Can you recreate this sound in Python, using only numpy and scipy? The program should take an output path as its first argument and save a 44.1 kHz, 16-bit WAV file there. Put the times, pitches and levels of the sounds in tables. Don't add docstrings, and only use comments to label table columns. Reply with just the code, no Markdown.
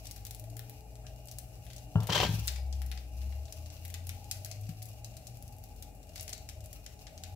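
import sys
import numpy as np
from scipy import signal
from scipy.fft import rfft, irfft, next_fast_len
from scipy.io import wavfile
from scipy.ndimage import uniform_filter1d, map_coordinates

SR = 44100
rng = np.random.default_rng(int(sys.argv[2]) if len(sys.argv) > 2 else 0)


def unload_wav(signal):
    wavfile.write(
        sys.argv[1],
        SR,
        np.round(np.clip(np.atleast_2d(signal).T, -1, 1) * 32767).astype(np.int16),
    )


def volts_from_decibels(level):
    exponent = np.asarray(level, float) / 20
    return 10 ** exponent


N = 324135
T = np.arange(N) / SR


def in_time(rows):
    s, *columns = np.transpose(rows)
    return [np.interp(T, s, column) for column in columns]


def sounding(rows, fade_s=0.11):
    opening = T - rows[0][0] + fade_s
    closing = rows[-1][0] + fade_s - T
    return np.clip(np.minimum(opening, closing) / fade_s, 0, 1)


def at_hz(points, hz):
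    table_hz, value = np.array(points).T
    return np.interp(np.log(hz), np.log(table_hz), value)


def rms_one(x):
    return x / np.sqrt(np.mean(x ** 2) + 1e-20)


def band(x, low_hz, high_hz):
    edges = [low_hz, min(high_hz, .45 * SR)]
    return signal.sosfilt(signal.butter(2, edges, "band", fs=SR, output="sos"), x + 1e-18)


def drift(rate_hz):
    knots = rng.standard_normal(600)
    coarse = T[::16]
    return np.interp(T, coarse, map_coordinates(knots, [coarse * min(rate_hz, 70)], order=3))


def resonate(x, hz, width_hz):
    r = np.exp(-np.pi * width_hz / SR)
    zeros = np.array([1, 0, -1]) * (1 - r * r) / 2
    return signal.lfilter(zeros, [1, -2 * r * np.cos(2 * np.pi * hz / SR), r * r], x + 1e-18)


def wander(x, hz, width_hz):
    turn = np.exp(2j * np.pi * np.cumsum(hz) / SR)
    r = np.exp(-np.pi * width_hz / SR)
    return np.real(turn * signal.lfilter([1 - r], [1, -r], x / turn + 1e-18))


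def ring(clicks, modes, damping=1):
    out = 0
    for hz, level_db, t60_s in modes:
        r = volts_from_decibels(-60 / (np.clip(t60_s * damping, .005, .4) * SR))
        w = 2 * np.pi * hz / SR
        out += volts_from_decibels(level_db) * signal.lfilter([0, np.sin(w)], [1, -2 * r * np.cos(w), r * r], clicks + 1e-18)
    return out


def grains(per_s, spread_db):
    sizes = volts_from_decibels(spread_db * np.minimum(rng.exponential(1, (2, N)), 4))
    signs = rng.choice([-1, 1], (2, N))
    return sizes * signs * (rng.random((2, N)) < per_s / SR)


def dying(events, over_db, t60_s):
    lifts = np.zeros(N)
    for s, level_db in events:
        lifts[round(s * SR)] = volts_from_decibels(level_db + over_db)
    lifts = np.convolve(lifts, np.ones(40) / 40)[:N]
    return 1 + signal.lfilter([1], [1, -volts_from_decibels(-60 / (t60_s * SR))], lifts + 1e-18)


# (frequency [Hz], correlation [-1 to 1])
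PORT_LIKENESS = [(60, 0.99), (130, 0.92), (290, 0.76), (640, 0.95), (1410, -0.19), (3100, -0.29),
                 (6820, -0.32), (15000, 0.34)]


def two_ports(mid, side, hz):
    alike = np.clip(at_hz(PORT_LIKENESS, hz), -1, 1)
    return np.sqrt(1 + alike) * mid + np.sqrt(1 - alike) * side * [[1], [-1]]


# (frequency [Hz], level difference [dB])
PORT_LEAN = [(60, 5), (300, 4), (600, 18), (1300, 4), (2400, 6.5), (4400, -5.5), (7000, 5), (15000, 19.5)]


def coloured(pair, spectrum):
    size = next_fast_len(N + 4096)
    hz = np.clip(np.arange(size // 2 + 1) * SR / size, 1, spectrum[-2][0])
    mid, side = rfft(pair, size) * volts_from_decibels(at_hz(spectrum, hz))
    lean = volts_from_decibels(at_hz(PORT_LEAN, hz) / 2 * [[1], [-1]])
    return rms_one(irfft(two_ports(mid, side, hz) * lean, size)[:, :N])


def kitchen(x):
    t60_s, level_db = 0.38, -6
    t = np.arange(SR // 2) / SR
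    tail = rng.standard_normal((2, len(t))) * volts_from_decibels(-60 * t / t60_s) * (t > .003)
    tail = band(tail, 180, 4700) + 1.28 * tail
    tail /= np.sqrt(np.sum(tail ** 2, axis=1, keepdims=True))
    return x + volts_from_decibels(level_db) * signal.fftconvolve(x, tail, axes=1)[:, :N]


def low_tone(hz, gain):
    phase = 2 * np.pi * np.cumsum(hz) / SR + .2 * drift(8)
    tone = np.sin(phase) + volts_from_decibels(-32) * np.sin(3 * phase) + volts_from_decibels(-30) * np.sin(2 * phase)
    return np.sqrt(2) * gain * tone


# (time [s], pitch [Hz], level [dB])
MAINS_HUM = [(0.0, 49.1, -64), (2.35, 49.1, -54.5), (4.9, 48.7, -60.5), (5.8, 49.04, -53),
             (7.35, 50.3, -55)]


def mains():
    hz, level_db = in_time(MAINS_HUM)
    return low_tone(hz, volts_from_decibels(level_db))


# (time [s], firing tone [Hz], level [dB])
FAR_ENGINES = [
    [(.2, 108.5, -55.5), (.5, 111.7, -43.5), (.7, 119.1, -49.5)],
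    [(.95, 120.4, -52.5), (1.85, 120.6, -52)],
    [(0, 53, -49), (.45, 56.6, -53)],
    [(.8, 57, -50), (1.85, 59.3, -53)],
    [(3.3, 110.7, -54.5), (4.5, 122.5, -58.5)],
    [(4.85, 66.6, -56), (5.8, 82, -60.5)],
    [(6.05, 85.8, -53), (6.22, 86.3, -49.5)],
    [(6.4, 73.2, -53.5), (6.6, 71.8, -49)],
    [(7.2, 82.7, -54), (7.35, 93.6, -42.5)],
    [(6.5, 101.3, -60), (6.6, 102.3, -49.5)],
    [(6.9, 101.4, -57), (7.0, 108.3, -56)],
]


def far_engines():
    out = np.zeros(N)
    for rows in FAR_ENGINES:
        hz, level_db = in_time(rows)
        out += low_tone(hz, volts_from_decibels(level_db) * sounding(rows, fade_s=.16))
    return out


# (time
# [s], pitch [Hz], level [dB])
ENGINE_WHINES = [
    [(0, 108, -60), (.2, 108, -76)],
    [(2.35, 122, -67), (2.75, 135, -60), (3.05, 123, -63)],
    [(4.1, 240, -71), (4.5, 260, -71.5)],
    [(5.4, 246, -69), (6.3, 264, -73)],
    [(5.8, 82, -60), (6.05, 86, -56)],
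]


def whines():
    out = np.zeros(N)
    for rows in ENGINE_WHINES:
        hz, level_db = in_time(rows)
        gain = volts_from_decibels(level_db + 1.4 * drift(9)) * sounding(rows, fade_s=.16)
        out += np.sqrt(2) * gain * np.sin(2 * np.pi * np.cumsum(hz) / SR)
    return out


# (time [s], firing tone [Hz], level [dB])
LORRY_REVS = [
    (2.2, 61.27, -36.5),
    (2.75, 67.44, -33.5),
    (3.1, 61.1, -35.5),
    (3.25, 66.74, -34),
    (3.75, 82.4, -46),
    (4.23, 91.54, -38),
    (4.68, 104.8, -40.5),
    (5.3, 118.2, -45),
    (5.9, 130, -79),
]
# (pitch [Hz], width [Hz], depth [dB])
WALL_DIPS = [(60.16, 6.8, -10), (75.1, 3.1, -20), (82, 2.1, -7), (92.5, 4.4, -17.5), (98.8, 6, -11.5),
             (110.8, 4.8, -10), (116.15, 3.1, -18)]


def lorry():
    hz, level_db = in_time(LORRY_REVS)
    dips_db = sum(db * np.exp(-(2 * (hz - dead_hz) / width_hz) ** 2) for dead_hz, width_hz, db in WALL_DIPS)
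    return low_tone(hz, volts_from_decibels(level_db) * sounding(LORRY_REVS) * volts_from_decibels(dips_db))


# (frequency [Hz], density [dB per Hz])
FAN_AIR = [(15, -54), (32, -7), (60, 4.5), (99, 1), (340, -18.5), (537, -19.5), (826, -21), (945, -84),
           (1140, -32.5), (2060, -34), (2850, -31.5), (3090, -74), (7300, -27), (13200, -39), (15500, -45)]
# (frequency [Hz], width [Hz], level [dB])
FAN_HOUSING = [(205.5, 17, -86), (292.4, 35, -73), (100.7, 19, -59.5), (434, 5.2, -75), (629, 84, -65.5),
               (743, 20, -69), (814.7, 66.5, -65.5), (2445, 120, -77.5), (2817, 140, -78)]


def fan():
    flutter = volts_from_decibels(.7 * drift(6))
    air = volts_from_decibels(-53) * flutter * coloured(rng.standard_normal((2, N)), FAN_AIR)
    for hz, width_hz, level_db in FAN_HOUSING:
        mid, side = resonate(resonate(rng.standard_normal((2, N)), hz, width_hz), hz, width_hz)
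        air += volts_from_decibels(level_db + 3.5 * drift(4.2)) * rms_one(two_ports(mid, side, hz))
    return air


# (time [s], pitch [Hz], width [Hz], level [dB], t60 [s])
NUDGES = [
    (2.559, 4940, 70, -49, .2),
    (2.555, 2270, 40, -58, .45),
    (1.046, 1640, 170, -67, .22),
    (1.045, 2350, 300, -69, .22),
    (1.044, 1250, 400, -64, .05),
    (6.756, 1270, 110, -69, .3),
    (3.478, 3550, 350, -62, .06),
    (3.61, 1200, 150, -74, .1),
]


def clinks():
    out = np.zeros((2, N))
    length = SR // 4
    for s, hz, width_hz, level_db, t60_s in NUDGES:
        at = round(s * SR)
        fading = volts_from_decibels(level_db - 60 * T[:length] / t60_s)
        rub = rng.standard_normal(length) + .5 * rng.standard_normal((2, length))
        out[:, at:at + length] += fading * rms_one(resonate(resonate(rub, hz, width_hz), hz, width_hz))
    return out


# (time [s], peak [dB], knock against peak [dB], direction [1 down, -1 springing back])
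COUNTER_BLOWS = [
    (1.955, -8.5, -19.5, 1),
    (1.9735, -47, -10, 1),
    (2.0082, -22, -28, 1),
    (2.031, -26, -19, 1),
    (2.093, -20.5, -15, 1),
    (2.2535, -19.5, -25, -1),
    (2.2905, -17.5, -28, -1),
    (2.337, -20, -27.5, -1),
    (2.384, -28, -22, -1),
    (4.6908, -24, -48, 1),
]
# (frequency [Hz], level [dB], t60 [s])
SLAB_MODES = [(108.5, 5.5, 0.31), (130, -2, 0.067), (157.2, 5, 0.11), (175, -26.5, 0.027),
              (206, -17.5, 0.087), (289.6, -16, 0.27), (435, -6, 0.019)]


def slab(push):
    contact_s, give_s, give_share = 0.0035, 0.0023, 0.25
    blows = np.zeros(N)
    for s, peak_db, _, way in COUNTER_BLOWS:
        blows[round(s * SR)] = np.sign(way) * volts_from_decibels(peak_db - 15)
        blows[round((s - give_s) * SR)] = -give_share * np.sign(way) * volts_from_decibels(peak_db - 7)
    contact = np.hanning(round(contact_s * SR))
    blows = np.convolve(blows, contact / contact.sum())[:N]
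    return band(band(ring(blows + push, SLAB_MODES), 73, 590), 33, 1000)


# (frequency [Hz], level [dB], t60 [s])
BASE_MODES = [(421, -1, 0.17), (641, -24, 0.1), (737, -20, 0.3), (824, -26, 0.6), (920, -17, 0.46),
              (1020, -20, 0.1), (1220, -40, 0.3), (1370, -13.5, 0.34), (1630, -19, 0.28)]


def bottle_knocks():
    knock = np.zeros(N)
    for s, peak_db, hard_db, _ in COUNTER_BLOWS:
        knock[round(s * SR)] = volts_from_decibels(peak_db + hard_db + 5.5)
    solid = SR // 450
    t = np.arange(SR // 4) / SR
    rattle = rng.standard_normal(len(t)) * volts_from_decibels(-2.5 - 60 * t / 0.37)
    rattle[solid] += volts_from_decibels(27.5)
    knocks = signal.fftconvolve(knock, rattle)[:N]
    base = volts_from_decibels(-8.5) * ring(np.roll(knock, solid), BASE_MODES, damping=0.68)
    hard = band(band(band(knocks, 300, 1150), 250, 1250) + base, 200, 1700)
    ping = resonate(resonate(knocks, 2870, 350), 2870, 350)
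    return hard + volts_from_decibels(-11) * ping + volts_from_decibels(-28) * band(knocks, 1700, 3400)


# (time [s], scrape [dB], weight on the base [dB])
DRAG_COURSE = [
    (2.025, -46.5, 0),
    (2.085, -60.5, 27),
    (2.096, -37, 16),
    (2.12, -33.5, 10),
    (2.126, -30, 1.5),
    (2.245, -29.5, 9.5),
    (2.28, -35.5, 9),
    (2.4, -52.5, 8),
    (2.6, -58, 8),
]
# (frequency [Hz], density [dB per Hz])
SCRAPE_GRIT = [(180, -44), (300, 6.5), (599, 2), (660, -7), (775, -4.5), (840, 1.5), (1620, -7.5),
               (3040, -1.5), (5880, -1.5), (8600, -1.5), (15000, -11), (16000, -30)]
# (frequency [Hz], width [Hz], level [dB])
BOTTLE_MODES = [(407, 31, -1), (753, 31, 12.5), (970, 60, 8), (1590, 9.1, 13), (1777, 20, 11),
                (4120, 110, 12), (4700, 25, 1), (5900, 220, 2)]
# (time [s], level [dB])
BASE_JERKS = [(2.0945, -28), (2.101, -21), (2.1225, -23.5), (2.126, -28), (2.130, -23.5), (2.1445, -29),
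              (2.1475, -29), (2.153, -21), (2.158, -28), (2.164, -23), (2.175, -31), (2.1788, -26),
              (2.1845, -29), (2.196, -38), (2.2012, -24), (2.207, -29), (2.2125, -24), (2.2262, -33),
              (2.231, -29), (2.236, -24), (2.249, -32), (2.252, -38), (2.258, -40), (2.2643, -33)]
# (time [s], level [dB])
BASE_CATCHES = [(2.0882, -25.5), (2.0947, -28), (2.1001, -43), (2.1137, -29), (2.1278, -28), (2.1406, -41),
                (2.1455, -28), (2.1515, -38), (2.1571, -22), (2.1625, -27), (2.1684, -36), (2.177, -24),
                (2.1839, -21.5), (2.1954, -29), (2.2006, -17.5), (2.2113, -28), (2.2217, -32.6),
                (2.2301, -23), (2.2382, -28.5), (2.2431, -40), (2.25, -32), (2.2651, -40), (2.2776, -35)]
# (time [s], pitch [Hz])
TILTING_NOTE = [(2.09, 3000), (2.102, 3100), (2.128, 3170), (2.155, 3320), (2.185, 3030), (2.2, 3100),
                (2.226, 2930), (2.25, 3100), (2.3, 3320)]


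def drag():
    scrape_db, weight_db = in_time(DRAG_COURSE)
    steady = grains(per_s=8000, spread_db=2.2) * volts_from_decibels(.4 * drift(70))
    hiss_slips = steady * dying(BASE_JERKS, over_db=24, t60_s=.07)
    jerk_slips = steady * dying(BASE_JERKS, over_db=30, t60_s=.033)
    catch_slips = steady * dying(BASE_CATCHES, over_db=40, t60_s=.022)

    def through_bottle(slips, low_hz, high_hz):
        rings = sum(volts_from_decibels(level_db) * rms_one(resonate(slips, hz, width_hz))
                    for hz, width_hz, level_db in BOTTLE_MODES if low_hz < hz < high_hz)
        return rms_one(band(coloured(slips, SCRAPE_GRIT) + volts_from_decibels(-11.5) * rms_one(rings), low_hz, high_hz))

    hiss = through_bottle(hiss_slips, 6500, 17000)
    upper = through_bottle(jerk_slips, 1300, 6500)
    lower = through_bottle(catch_slips, 300, 1500)
    glass = wander(jerk_slips, in_time(TILTING_NOTE)[0], width_hz=430)
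    upper = upper + volts_from_decibels(-12) * hiss + volts_from_decibels(-0.5) * rms_one(glass)
    lower = .3 * lower.sum(axis=0) + .6 * lower
    gate = sounding(DRAG_COURSE, fade_s=0.007)
    push = np.tanh(rms_one(catch_slips[0])) * volts_from_decibels(scrape_db + weight_db - 37) * gate
    return gate * volts_from_decibels(scrape_db - 7.5) * (upper - volts_from_decibels(weight_db - 12.5) * lower), push


# (time [s], level [dB])
RUSTLE_LEVEL = [(0.0, -64.5), (0.29, -69.5), (0.78, -74), (0.94, -71), (2.05, -69), (2.31, -53.5),
                (2.41, -54.5), (2.58, -69.5), (3.83, -66), (4.13, -66), (4.89, -69.5), (5.34, -70),
                (5.85, -74.5), (6.08, -73.5), (6.2, -64), (6.34, -70), (7.35, -70.5)]
# (frequency [Hz], density [dB per Hz])
PAPER_COLOUR = [(590, -38), (1000, -1.5), (1600, -7), (1790, -12), (2840, 9), (3080, -2.5), (5720, 6),
                (8740, -2.5), (11000, -1), (15500, -7)]


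def paper_rustle():
    rustle = coloured(grains(per_s=1200, spread_db=2.0), PAPER_COLOUR)
    return rustle * volts_from_decibels(in_time(RUSTLE_LEVEL)[0] + 9) * volts_from_decibels(3 * drift(45))


# (time [s], peak [dB], brightness [dB], crinkle after it [dB], deep body [dB])
PAPER_SNAPS = [(0.0545, -40, -8, -6, -15), (0.0682, -35, -8, -6, -28), (0.0833, -64, -2, -6, -10),
               (0.1099, -34, -2, -7.5, -19), (0.161, -46.5, 6, -5.5, -5), (0.1779, -45, -5, -13, -3),
               (0.2504, -36, 0, -9, -9), (0.2664, -36.5, -2, -7, -16), (0.3081, -33, -1, -10.5, -18),
               (0.3465, -37.5, 3, -12.5, -17), (0.396, -41.5, 8, -14, -20), (0.439, -52.5, 1, 0.5, -9),
               (0.4993, -50.5, 0, -2.5, -19), (0.566, -51, 9, 0, -5.5), (0.592, -43, 13, -17.5, 10),
               (0.607, -61, -1, -10, -8), (0.6954, -53.5, 16.5, -9, 5), (0.8068, -47.5, -3, -10, -24),
               (0.954, -42, -17, -8.5, -28), (1.066, -45, -21, -1.5, -9), (1.1602, -51, -2, -3.5, -16),
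               (1.255, -54, 5, -4, -19), (1.272, -48, 7, -10, -20), (1.284, -37, -11, -7, -19),
               (1.3127, -38, 0, -4.5, -18), (1.3841, -31.5, 1.5, -9, -22), (1.5548, -54, 3, -6, -21),
               (1.651, -57, 9, -7, -8), (1.665, -49, -1, -10, 2.5), (1.701, -49, -8, -3, -5),
               (1.7087, -52, -9, -3, -4), (1.731, -45.5, -5, -1, -11), (1.762, -37, -4.5, -6, -29),
               (1.7803, -41, -14, -3, -27), (2.0024, -41.5, -4, -6, -5), (2.0247, -53, -3, -9, -9),
               (2.0318, -48, 6, -3, -15), (2.0692, -36, 0.5, -4, -5), (2.4314, -50, -2, -8, -15),
               (2.46, -51, 8, -1, -16), (2.4728, -34, 11, -22, -3), (2.4778, -21.5, -12.5, -2.5, -11),
               (2.5586, -44.5, -19, 4.5, -9), (2.725, -38.5, -29, -1, -20), (2.817, -47, 5, -2.5, -1),
               (2.8616, -48, 3, -3, -17), (2.9144, -35.5, -4, -9, 0.5), (2.974, -43.5, -22, -0.5, -5.5),
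               (3.215, -57, -3, 3, -3.5), (3.323, -57, -18, -5, 6), (3.453, -43, -18, -2.5, -31),
               (3.481, -50, -14, -7, -4), (3.508, -55, -19, -9, -20), (3.5228, -39.5, -5, -2.5, -20),
               (3.634, -54, -5, -3, -12), (3.659, -47.5, -26, -0.5, -12), (3.7002, -46.5, -22, 2, -17),
               (3.7655, -49, -20, -3, -10), (3.8286, -57, -5, -8, 0), (3.85, -41.5, 7, -7, -3),
               (3.8788, -48, 9, -6, -22.5), (3.9, -50, 5, -2, -6), (3.9402, -33, -6, -5, -6.5),
               (4.0682, -41, 7, -8.5, -14), (4.0919, -28, -3.5, -13.5, -7), (4.2423, -42.5, -8, -6, -21),
               (4.3113, -24, -4.5, -3, -20), (4.4464, -30.5, -7, -6.5, -21), (4.4577, -38.5, 6, -10, -5.5),
               (4.5128, -31.5, -16, -3, -17), (4.6105, -60.5, 8, 2, -16), (4.6343, -49, -20, -1, -21),
               (4.6665, -47, -18, -2, -20), (4.6907, -42, -5, -5.5, -10), (4.819, -42, -4, -4, -16),
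               (4.824, -41.5, 2.5, -2.5, -29), (4.8542, -44, 4, -4.5, -20), (4.8875, -45, 1, -12, -21),
               (4.9302, -51.5, -6, -1.5, -24),
               (5.0441, -35.5, -10, -2.5, -31), (5.138, -54, -15, -1, -10), (5.167, -38.5, -5, -6, -16),
               (5.2686, -37.5, -6, -1.5, -37), (5.37, -49.5, 2, -3, -18), (5.424, -40, 5, -16, -20),
               (5.4779, -46, 0, -8, -33), (5.523, -51, -1, -5, -29), (5.5636, -58, 6, -7, -21),
               (5.5836, -50, 4, -8, -20), (5.638, -42.5, -1, -8, -25), (5.6871, -53, -4, -3, -16),
               (5.761, -51, 0, -3, -26), (5.8234, -38.5, -3, -2.5, -18), (5.9496, -64, 16, -10, -11),
               (6.0287, -49.5, -9, -1, -17), (6.069, -53, -5, -5, -13), (6.0911, -50, -8, -3, -17),
               (6.1337, -50, -12, -12, -5), (6.1571, -32.5, -8, -6, -8.5), (6.1773, -37.5, -9, -9, -15),
               (6.196, -37, -17, -3, -12), (6.2083, -33.5, 1, -10, -20), (6.228, -44, 10, -7, -19),
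               (6.278, -36, -7, -4, -11), (6.291, -46.5, -2, 8, -11), (6.3064, -50, -6, -9, -11),
               (6.3286, -34, -10, -1.5, -18), (6.3776, -48.5, -5, -1.5, -11.5), (6.4762, -62, -3, -8, -19),
               (6.4882, -35, -9, -2, -15.5), (6.6045, -42.5, -11, -5, -26), (6.6404, -46, 0, -6, -20),
               (6.658, -47, 5, -5, -14), (6.7286, -36, -0.5, -8, -18), (6.8618, -37.5, -17, -4, -12.5),
               (6.991, -48, -19, -2, -32), (7.0675, -42.5, -35, -0.5, -7.5), (7.1768, -35, -31, -10, -26),
               (7.2356, -31, -13, -9.5, -13.5)]


def paper_snaps():
    crack_t60_s, crinkle_t60_s = .004, .056
    far_lag, far_db = 8, -3
    t = np.arange(SR // 8) / SR
    low, body, top, breaks = np.zeros((4, 2, N + 2 * len(t)))
    blunt, keen = np.hanning(7) / 2, np.eye(7)[3]
    for s, peak_db, bright_db, crinkle_db, low_db in PAPER_SNAPS:
        noise = np.tanh(2 * rng.standard_normal((2, len(t))))
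        uneven = volts_from_decibels(3.5 * rng.standard_normal(len(t) // 64 + 1)).repeat(64)[:len(t)]
        crack = noise * volts_from_decibels(-5 - 60 * t / crack_t60_s)
        crack[:, 0] = volts_from_decibels(-10) * np.array([1, -1])
        crinkle = noise * volts_from_decibels(crinkle_db - 3.5 - 60 * t / crinkle_t60_s) * uneven
        start = round(s * SR) + 52
        at = slice(start, start + len(t))
        gain = volts_from_decibels(peak_db + 8.5)
        bright = volts_from_decibels(bright_db + 6)
        dip = gain * volts_from_decibels(6) * (blunt + np.clip(bright, .45, 1.5) * (keen - blunt / 0.98))
        breaks[0, start:start + 7] -= dip
        breaks[1, start + far_lag:start + far_lag + 7] -= volts_from_decibels(far_db) * dip
        low[:, at] += gain * volts_from_decibels(low_db + 3.5) * (crack + volts_from_decibels(3) * crinkle)
        body[:, at] += gain * (crack + crinkle)
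        top[:, at] += gain * bright * (crack + volts_from_decibels(-4.5) * crinkle)
    snaps = band(low, 1500, 4400) - band(body, 4400, 8500) + band(top, 9000, 15500)
    snaps += band(breaks, 2300, 17000)
    snaps[1] *= volts_from_decibels(-5)
    return snaps[:, :N]


def scene():
    scrape, push = drag()
    lows = mains() + far_engines() + whines() + lorry() + slab(push) + bottle_knocks()
    lows = lows * volts_from_decibels(np.array([[1.9], [-2.2]]))
    lows[1] = np.roll(lows[1], 6)
    near = kitchen(paper_rustle() + paper_snaps()) + scrape
    fade_out = np.clip((T[-1] - T) / .006, 0, 1)
    return (fan() + clinks() + near + lows) * fade_out


def band_limit(x):
    return signal.sosfilt(signal.butter(12, 16760, fs=SR, output="sos"), x)


def record(dry):
    shaded = dry - resonate(dry, 8800, 3500) * [[.4], [.88]]
    shaded -= 1.7 * resonate(shaded, 14500, 3600)
    shaded = signal.sosfilt(signal.butter(2, 33, "high", fs=SR, output="sos"), shaded)
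    cut = signal.sosfiltfilt(signal.ellip(6, .3, 35, 15620, fs=SR, output="sos"), shaded)
    edge = shaded - cut
    power = np.sum(edge ** 2, axis=0)
    sudden = uniform_filter1d(power, size=128) > 3.8 * uniform_filter1d(power, size=2048)
    kept = .5 * uniform_filter1d(1. * sudden, size=128)
    return band_limit(cut + kept * edge)


dry = scene()
out = record(dry)
unload_wav(out)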